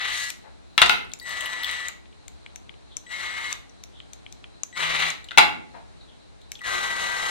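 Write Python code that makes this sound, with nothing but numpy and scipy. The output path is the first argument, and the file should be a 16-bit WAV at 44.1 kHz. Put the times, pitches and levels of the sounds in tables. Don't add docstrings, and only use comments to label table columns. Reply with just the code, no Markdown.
import sys
import numpy as np
from scipy import signal
from scipy.fft import rfft, irfft, next_fast_len
from scipy.io import wavfile
from scipy.ndimage import map_coordinates

SR = 44100
rng = np.random.default_rng(int(sys.argv[2]) if len(sys.argv) > 2 else 0)


def wrap_up_sound(samples):
    columns = np.atleast_2d(samples).T
    tamed = np.clip(columns, -1, 1)
    steps = np.round(tamed * 32767).astype(np.int16)
    wavfile.write(sys.argv[1], SR, steps)


N = 321930

# (on [s], off [s], whine [dB], lower side tone re whine [dB],
# upper side tone re whine [dB], overtone trim [dB], whine left over right [dB], flutter depth [dB])
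DRIVE_RUNS = [(-.2, 0.301, -32.5, -6, -41, -8, -0.5, .5), (1.214, 1.891, -33.5, -8.5, -15, 0, 1.5, .6),
              (3.064, 3.529, -37.5, -6, 1, 2, -0.5, 1.8), (4.727, 5.111, -36, -11, 1, -0.5, 1, 2),
              (6.609, 7.537, -31, -5, -19, -13, -0.5, 1.5)]
# (time [s], rotor pulsation [Hz], roar [dB], low band trim [dB], treble trim [dB])
MOTOR_LOAD = [(0, 202.1, -33, -6, -8), (.08, 213.9, -28.5, -7.5, -3.5), (.18, 243.4, -31, -11, 5),
              (.31, 281.9, -45.5, -2.5, 13), (1.24, 204, -36.5, 0, 3), (1.32, 206.4, -36, -1, 0.5),
              (1.62, 203, -37.5, 0, -2.5), (1.68, 186.6, -32.5, -5.5, -5), (1.9, 185.9, -37.5, -3.5, -0.5),
              (3.1, 200.7, -36.5, -3.5, 0), (3.35, 200.2, -35.5, -2.5, -4), (3.55, 197.4, -40, -1.5, 2.5),
              (4.8, 396.2, -27, -0.5, -2.5), (5.03, 382, -25.5, -5.5, -6), (5.15, 380.5, -33, -1.5, 3),
              (6.63, 386.7, -36.5, -7.5, -2.5), (6.68, 385, -34.5, 4, 2.5), (7.3, 377, -34, 2.5, 2.5)]


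def amp(db):
    return 10 ** (np.asarray(db) / 20)


def unit(x):
    return x / np.sqrt(np.mean(x ** 2) + 1e-20)


def along(points, hz):
    f, v = np.transpose(points)
    return np.interp(np.log(hz + 1), np.log(f + 1), v)


def curves(rows):
    s, *cols = np.transpose(rows)
    return [np.interp(np.arange(N) / SR, s, c) for c in cols]


def wobble(rate):
    knots = rng.standard_normal(int(N * rate / SR) + 4)
    return map_coordinates(knots, [np.arange(N) * rate / SR])


def filtered(x, response):
    m = next_fast_len(x.shape[-1] + 4096)
    spectrum = rfft(x, m) * response(np.fft.rfftfreq(m, 1 / SR))
    return irfft(spectrum, m)[..., :x.shape[-1]]


def modes(table):
    def response(f):
        return sum((-1) ** k * amp(db) * 1j * f * w / (c * c - f * f + 1j * f * w)
                   for k, (c, w, db) in enumerate(table))
    return response


def ringing(table):
    return lambda f: np.prod([1 + (amp(db) - 1) * modes([(c, w, 0)])(f) for c, w, db in table], axis=0)


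def raised(table, hz):
    return sum(db / (1 + (2 * (hz - c) / w) ** 2) for c, w, db in table)


def burst(t60, length=0.046):
    t = np.arange(round(length * SR)) / SR
    return amp(-60 * t / t60) * rng.standard_normal(len(t))


def snap(t60):
    rattle = 0.43 * burst(t60)
    return np.concatenate([[1], rattle])


def far(pair):
    # (frequency [Hz], correlation of far sound at the two ports [0..1])
    likeness = [(30, 0.96), (100, 0.96), (300, 0.83), (550, 0.86), (750, 0.056), (1500, 0.45),
                (3000, 0.026)]

    def blend(hz):
        turn = np.arccos(np.clip(along(likeness, hz), 0, 1)) / 2
        return np.array([np.cos(turn), np.sin(turn)])
    shared, opposed = filtered(pair, blend)
    return np.array([shared + opposed, shared - opposed])


def heard(x, wet_db, pan_db=0):
    # (frequency [Hz], t60 [s])
    decay = [(200, 0.96), (700, 0.36), (2000, 0.4), (5000, 0.31), (12000, 0.29)]
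    # (frequency [Hz], left over right [dB])
    tilt = [(100, 8), (400, 5.5), (1200, 7.5), (3000, 4.5), (5000, 7.5), (9000, 14), (10500, 6),
            (13000, -12)]
    port_lag_s = 0.00015
    side = np.array([[.5], [-.5]])

    def ports(hz):
        gain = amp(side * (along(tilt, hz) + pan_db))
        return gain * np.exp(2j * np.pi * hz * side * port_lag_s)
    direct = filtered(x, ports)
    hz, t, z = signal.stft(rng.standard_normal((2, SR // 2)), SR, nperseg=256)
    dying = z * amp(-60 * t / along(decay, hz)[:, None])
    tail = far(signal.istft(dying, SR, nperseg=256)[1])
    delayed = np.pad(x, (150, 0))[None]
    wet = signal.fftconvolve(delayed, tail / np.linalg.norm(tail[0]), axes=1)[:, :len(x)]
    return direct + amp(wet_db) * wet


def add(out, s, db, pulse, wet_db, pan_db=0):
    lead = 64
    blow = amp(db) * pulse / np.abs(pulse).max()
    sound = heard(np.pad(blow, (lead, SR // 2)), wet_db, pan_db)
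    spot = out[:, round(s * SR) - lead:][:, :sound.shape[1]]
    spot += sound[:, :spot.shape[1]]


def started(rise_s):
    t = np.arange(N) / SR
    ons = np.array([run[0] for run in DRIVE_RUNS])
    since_on = t - ons[np.searchsorted(ons, t, side="right") - 1]
    return 1 - np.exp(-(since_on / rise_s) ** 2)


def braked_db():
    t = np.arange(N) / SR
    ons, offs = np.transpose(DRIVE_RUNS)[:2]
    since_off = t - offs[np.searchsorted(ons, t, side="right") - 1]
    return 1100 * np.maximum(since_off, 0)


def rotor_hz():
    spin_up_s = .047
    return curves(MOTOR_LOAD)[0] * started(spin_up_s)


def whine():
    harmonics = {"multiple": range(2, 7), "db": [-19, -33, -20, -45, -46]}
    drive_hz = 1953.6
    stall_s, kick_s, stalled_db = .032, .014, -8
    linger_db, linger_t60_s = -15, .55
    t, out, rate = np.arange(N) / SR, np.zeros((2, N)), rotor_hz()
    drive = 2 * np.pi * drive_hz * t
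    rotor = 2 * np.pi * np.cumsum(rate + 1.6 * wobble(30)) / SR
    depth = np.clip(rate / 190, 0, 1) ** 2
    flutter = wobble(40)
    lower = depth * amp(1.3 * wobble(20)) * np.sin(drive - rotor)
    upper = depth * amp(2.2 * wobble(35)) * np.sin(drive + rotor)
    overtones = sum(amp(db - .12 * k * k * depth + 2 * wobble(25)) * np.sin(k * drive)
                    for k, db in zip(*harmonics.values()))
    for on, off, db, lower_db, upper_db, over_db, pan_db, flutter_db in DRIVE_RUNS:
        loose = np.clip((t - on - stall_s) / kick_s, 0, 1)
        carrier_db = stalled_db * (1 - loose) + loose * flutter_db * flutter
        carrier = amp(carrier_db) * np.sin(drive + .04 * flutter_db * flutter)
        side_tones = amp(lower_db) * lower + amp(upper_db) * upper
        side_fade = np.clip((t - on) / .06, 0, 1)
        tone = carrier + side_fade * side_tones + amp(over_db) * overtones
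        gate = np.clip((t - on) / 0.00098, 0, 1) * np.clip((off - t) / 0.0054, 0, 1)
        dying = (t > off) * amp(linger_db - 60 * np.maximum(t - off, 0) / linger_t60_s)
        linger = dying * (np.sin(drive) + amp(upper_db) * upper)
        span = slice(max(round(on * SR), 0), round((off + 0.5) * SR))
        out[:, span] += heard((amp(db) * (gate * tone + linger))[span], wet_db=-17, pan_db=pan_db)
    return out


def roar():
    # (frequency [Hz], density [dB per Hz])
    gear_noise = [(60, -14), (150, -18.5), (300, -17.5), (560, -10), (1190, -8), (1650, -8.5), (2000, -5),
                  (2500, -11.5), (3850, -11), (5000, -20), (7700, -22.5), (10500, -31), (14000, -34),
                  (15700, -54.5)]
    # (frequency [Hz], width [Hz], height over the rest [dB])
    housing = [(1180, 260, 4.5), (2130, 300, 3), (2910, 360, 4.5), (3980, 420, 6), (6500, 980, 5.5)]
    rise_s, growth = 0.042, 1.63
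    _, work_db, low_db, treble_db = curves(MOTOR_LOAD)
    level_db = work_db - braked_db()
    hits = rng.random(N) < 500 / SR
    grains = hits * amp(2.5 * rng.standard_normal(N)) * np.sign(rng.standard_normal(N))
    throb = 1 + 0.32 * np.cos(2 * np.pi * np.cumsum(rotor_hz()) / SR)
    rough = amp(1.6 * wobble(12) + 2.5 * wobble(90))
    source = throb * rough * rng.standard_normal(N) + 0.39 * unit(grains)
    body = unit(filtered(source, lambda hz: amp(along(gear_noise, hz) + raised(housing, hz))))
    low = filtered(body, lambda hz: 1 / (1 + (hz / 1600) ** 6))
    treble = filtered(body, lambda hz: 1 - 1 / (1 + (hz / 4600) ** 8))
    middle = body - low - treble
    balanced = amp(low_db) * low + middle + amp(treble_db) * treble
    loud = amp(level_db) * started(rise_s) ** growth * balanced
    out, hop = np.zeros((2, N + SR)), SR // 8
    for start in range(-hop, N, hop):
        at = max(start, 0)
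        piece = loud[at:start + 2 * hop]
        if level_db[at:start + 2 * hop].max() > -80:
            fade = np.sin(np.pi * (at - start + np.arange(len(piece))) / (2 * hop)) ** 2
            sound = heard(np.pad(fade * piece, (0, SR // 2)), wet_db=-0.5)
            out[:, at:at + sound.shape[1]] += sound
    return out[:, :N]


def buzz():
    # (frequency [Hz], level [dB])
    dish_tones = [(153, -42), (610, -53.5), (2218, -41.5)]
    lag_s, rise_s, fall_s = 0.071, 0.056, .03
    t = np.arange(N) / SR
    on, off = DRIVE_RUNS[3][:2]
    gate = np.clip((t - on - lag_s) / rise_s, 0, 1) * np.clip(.5 + (off - t) / fall_s, 0, 1)
    tones = sum(amp(db + 1.2 * wobble(15)) * np.sin(2 * np.pi * hz * t + .4 * wobble(25))
                for hz, db in dish_tones)
    return heard(gate * tones, wet_db=-14)


def knocks():
    # (time [s], peak before soft clipping [dB], low ring [dB], treble [dB], favoured ring [Hz],
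    # second favoured ring [Hz], clatter t60 [s], echo [dB])
    blows = [(0.779, -0.5, -15.5, -3, 3340, 2750, 0.055, -1.5),
             (0.8173, 7, -3.5, 0.5, 2720, 1930, 0.064, -4.5), (0.8612, -11, 0.5, 9, 3400, 4000, 0.02, 2.5),
             (0.8955, -4.5, -5, -1, 2620, 1340, 0.035, 1.5),
             (5.3093, -22.5, -9, -3, 3320, 2100, 0.02, -5.5),
             (5.316, -22, -11.5, -2.5, 1360, 2100, 0.028, 0.5),
             (5.3753, 1.5, 5.5, -8, 2330, 2900, 0.012, 2), (5.3824, 6.5, 4, 2.5, 2190, 2560, 0.059, -3.5)]
    # (frequency [Hz], width [Hz], lift over the clatter [dB])
    glass = [(713, 49, 6.5), (848.5, 16, 12.5), (1370, 410, 10), (2017, 180, 12), (2580, 100, 2),
             (2790, 85, 7), (3460, 120, 4), (3820, 250, 4)]
    # (frequency [Hz], density [dB per Hz])
    clatter = [(60, -40.5), (250, -22.5), (520, -15.5), (900, -12.5), (2000, -19), (2800, -14), (3900, -10),
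               (4600, -20.5), (8000, -30.5), (15700, -52)]
    out, t = np.zeros((2, N)), np.arange(round(.3 * SR)) / SR
    thump = np.sin(2 * np.pi * 75 * t) * amp(-60 * t / .18)
    for s, db, low_db, treble_db, spot_hz, next_hz, t60, wet_db in blows:
        favoured = [(800, 200, low_db), (spot_hz, 350, 7), (next_hz, 300, 5)]

        def dish(hz):
            tilt_db = raised(favoured, hz) + treble_db * (1 - 1 / (1 + (hz / 4800) ** 6))
            return amp(along(clatter, hz) + tilt_db) * ringing(glass)(hz)
        crack = 1.6 * burst(.015, length=.3) + burst(t60, length=.3)
        ring = filtered(crack, dish)
        add(out, s, db, ring / np.abs(ring).max() + .008 * thump, wet_db=wet_db, pan_db=2.5)
    return out


def buttons():
    # (time [s], peak [dB], left over right [dB], ring of the shell [dB])
    bright_clicks = [(0.3025, -19.5, -2, -12), (1.136, -20.5, 2.5, 5), (1.8843, -17, -3, -2.5),
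                     (2.281, -26.5, 1, -6), (2.5592, -25.5, 1.5, 1), (2.9682, -19, 4, 10),
                     (3.527, -17.5, 6, 1.5), (3.8373, -27, -2, 2), (4.1333, -27.5, -0.5, 3),
                     (4.325, -27, 0.5, 4), (4.6336, -17, 5.5, 9.5), (5.1028, -19.5, 5, -1.5),
                     (6.5181, -19, -3.5, -1)]
    # (time [s], peak [dB], left over right [dB])
    dull_clicks = [(2.0564, -44.5, 3), (2.462, -29, 1), (2.6934, -31, 5), (2.7405, -48, 16),
                   (3.0674, -41.5, 5), (4.002, -29.5, -1), (4.2631, -29, 1), (4.4412, -28, -1),
                   (4.727, -44, -4)]
    # (frequency [Hz], width [Hz], level [dB])
    bright_modes = [(1388, 1300, -11), (2349, 320, -0.5), (3760, 720, -4.5), (4615, 600, -6),
                    (6130, 1400, -0.5), (7730, 1800, -5), (9400, 300, -8), (13000, 1100, -14.5)]
    # (frequency [Hz], width [Hz], level [dB])
    dull_modes = [(1038, 660, -3.5), (2230, 540, 3), (3190, 600, 4), (7800, 600, -10.5)]
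    shell_hz, shell_width_hz = 6170, 900
    out = np.zeros((2, N))
    for s, db, pan_db, ring_db in bright_clicks:
        shell = ringing([(shell_hz, shell_width_hz, ring_db)])
        click = filtered(snap(.012), lambda hz: modes(bright_modes)(hz) * shell(hz))
        add(out, s, db, click, wet_db=-9.5, pan_db=pan_db)
    for s, db, pan_db in dull_clicks:
        click = filtered(snap(.009), lambda hz: modes(dull_modes)(hz) ** 2)
        add(out, s, db, click, wet_db=-12, pan_db=pan_db)
    return out


def chunks():
    # (time [s], peak [dB], ring [Hz], treble re ring [dB], treble [Hz])
    contacts = [(1.0466, -49.5, 5100, 0, 9800), (1.0955, -53.5, 5400, -2, 8900),
                (1.1175, -34, 3640, -21, 7600), (1.189, -41.5, 7100, -6, 9000),
                (1.198, -27.5, 4230, -13.5, 10900), (1.228, -43.5, 9000, 5, 11500),
                (1.293, -29.5, 3770, -11, 12400), (1.321, -38, 4000, -13, 9000),
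                (1.337, -34, 4050, -17, 9800), (1.4078, -17.5, 3080, -8, 7700),
                (1.4577, -21.5, 2970, -13, 10800), (1.633, -18.5, 3500, -19, 12500),
                (1.6447, -13.5, 3340, -18.5, 12000), (1.712, -25.5, 3900, -7, 7600),
                (2.1267, -48, 2970, -30, 7550), (3.6941, -46.5, 5840, -22, 7600),
                (5.243, -35, 3900, -10.5, 7350), (5.2864, -31, 3030, -30, 7600),
                (6.4148, -46, 3480, -13, 6060), (6.553, -31, 3560, -36, 7600),
                (6.592, -36, 2700, -15, 7600), (6.616, -32.5, 1350, -13, 3500),
                (6.9549, -30, 3910, -26, 7600)]
    out = np.zeros((2, N))
    for s, db, hz, treble_db, treble_hz in contacts:
        ring, edge = modes([(hz, 1000, 0)]), modes([(treble_hz, 1500, treble_db)])
        tick = filtered(burst(0.029), lambda f: ring(f) ** 2 + edge(f))
        add(out, s, db, tick, wet_db=-6)
    return out


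def paste():
    # (time [s], peak [dB], centre [Hz], length [s], left over right [dB])
    pushes = [(0.436, -46, 792, 0.085, 10.5), (5.739, -38, 786, 0.068, 7.5)]
    # (loudest at [s], half length [s], noise level before the pitch shift [dB],
    # first pitch [Hz], last pitch [Hz])
    strokes = [(2.92, 0.053, -53, 3830, 3190), (3.959, 0.054, -53.5, 3420, 3380),
               (5.89, 0.049, -63, 4044, 4130), (6.012, .055, -56.5, 4194, 3900),
               (6.098, .045, -56, 3900, 2730), (6.43, 0.059, -57.5, 3870, 3900)]
    swell_db = 25
    out = np.zeros((2, N))
    for s, db, hz, length, pan_db in pushes:
        t = np.arange(round(length * SR)) / SR
        push = np.sin(np.pi * np.sqrt(t / length)) * rng.standard_normal(len(t))
        dull = modes([(hz, 500, 0), (280, 200, -6), (1600, 900, -9)])
        thud = filtered(np.pad(push, (0, 2000)), lambda f: dull(f) ** 2)
        add(out, s, db, thud, wet_db=1.5, pan_db=pan_db)
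    path = []
    for s, half, db, first, last in strokes:
        path += [(s - half, db - swell_db, first),
                 (s, db, (first + last) / 2),
                 (s + half, db - swell_db, last)]
    level_db, centre_hz = curves(path)
    fuzz = unit(filtered(rng.standard_normal(N), lambda hz: 1 / (1 + (hz / 400) ** 4)))
    carrier = np.sin(2 * np.pi * np.cumsum(centre_hz) / SR)
    return out + heard(amp(level_db) * fuzz * carrier, wet_db=3.5)


def kitchen():
    # (frequency [Hz], density [dB per Hz])
    air_noise = [(15, -37), (40, -14.5), (120, -16), (450, -21), (600, -24.5), (1000, -29.5), (2000, -34),
                 (3200, -37.5), (3950, -35.5), (5000, -41), (9500, -46), (11000, -62), (15700, -77)]
    air_db, hum_db, hiss_db = -51, -52.5, -68.0
    hum = filtered(rng.standard_normal((2, N)), lambda hz: modes([(62, 20, 0)])(hz) ** 2)
    air = filtered(rng.standard_normal((2, N)), lambda hz: amp(along(air_noise, hz)))
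    hiss = filtered(rng.standard_normal((2, N)), lambda hz: modes([(4050, 500, 0)])(hz) ** 2)
    wavering = amp(air_db + 0.821 * wobble(2.4)) * unit(air)
    flicker = amp(hiss_db + 4 * wobble(11.0)) * unit(hiss)
    balance = amp([[.6], [-.6]])
    return far(wavering + amp(hum_db) * unit(hum) + flicker) * balance


def scene():
    return whine() + roar() + buzz() + knocks() + buttons() + chunks() + paste() + kitchen()


def record(dry):
    top_hz = 15886
    x = dry * [[1], [-1]]
    x = x / (1 + np.abs(x / .96) ** 8) ** (1 / 8)
    return filtered(x, lambda hz: hz < top_hz)


dry = scene()
out = record(dry)
wrap_up_sound(out)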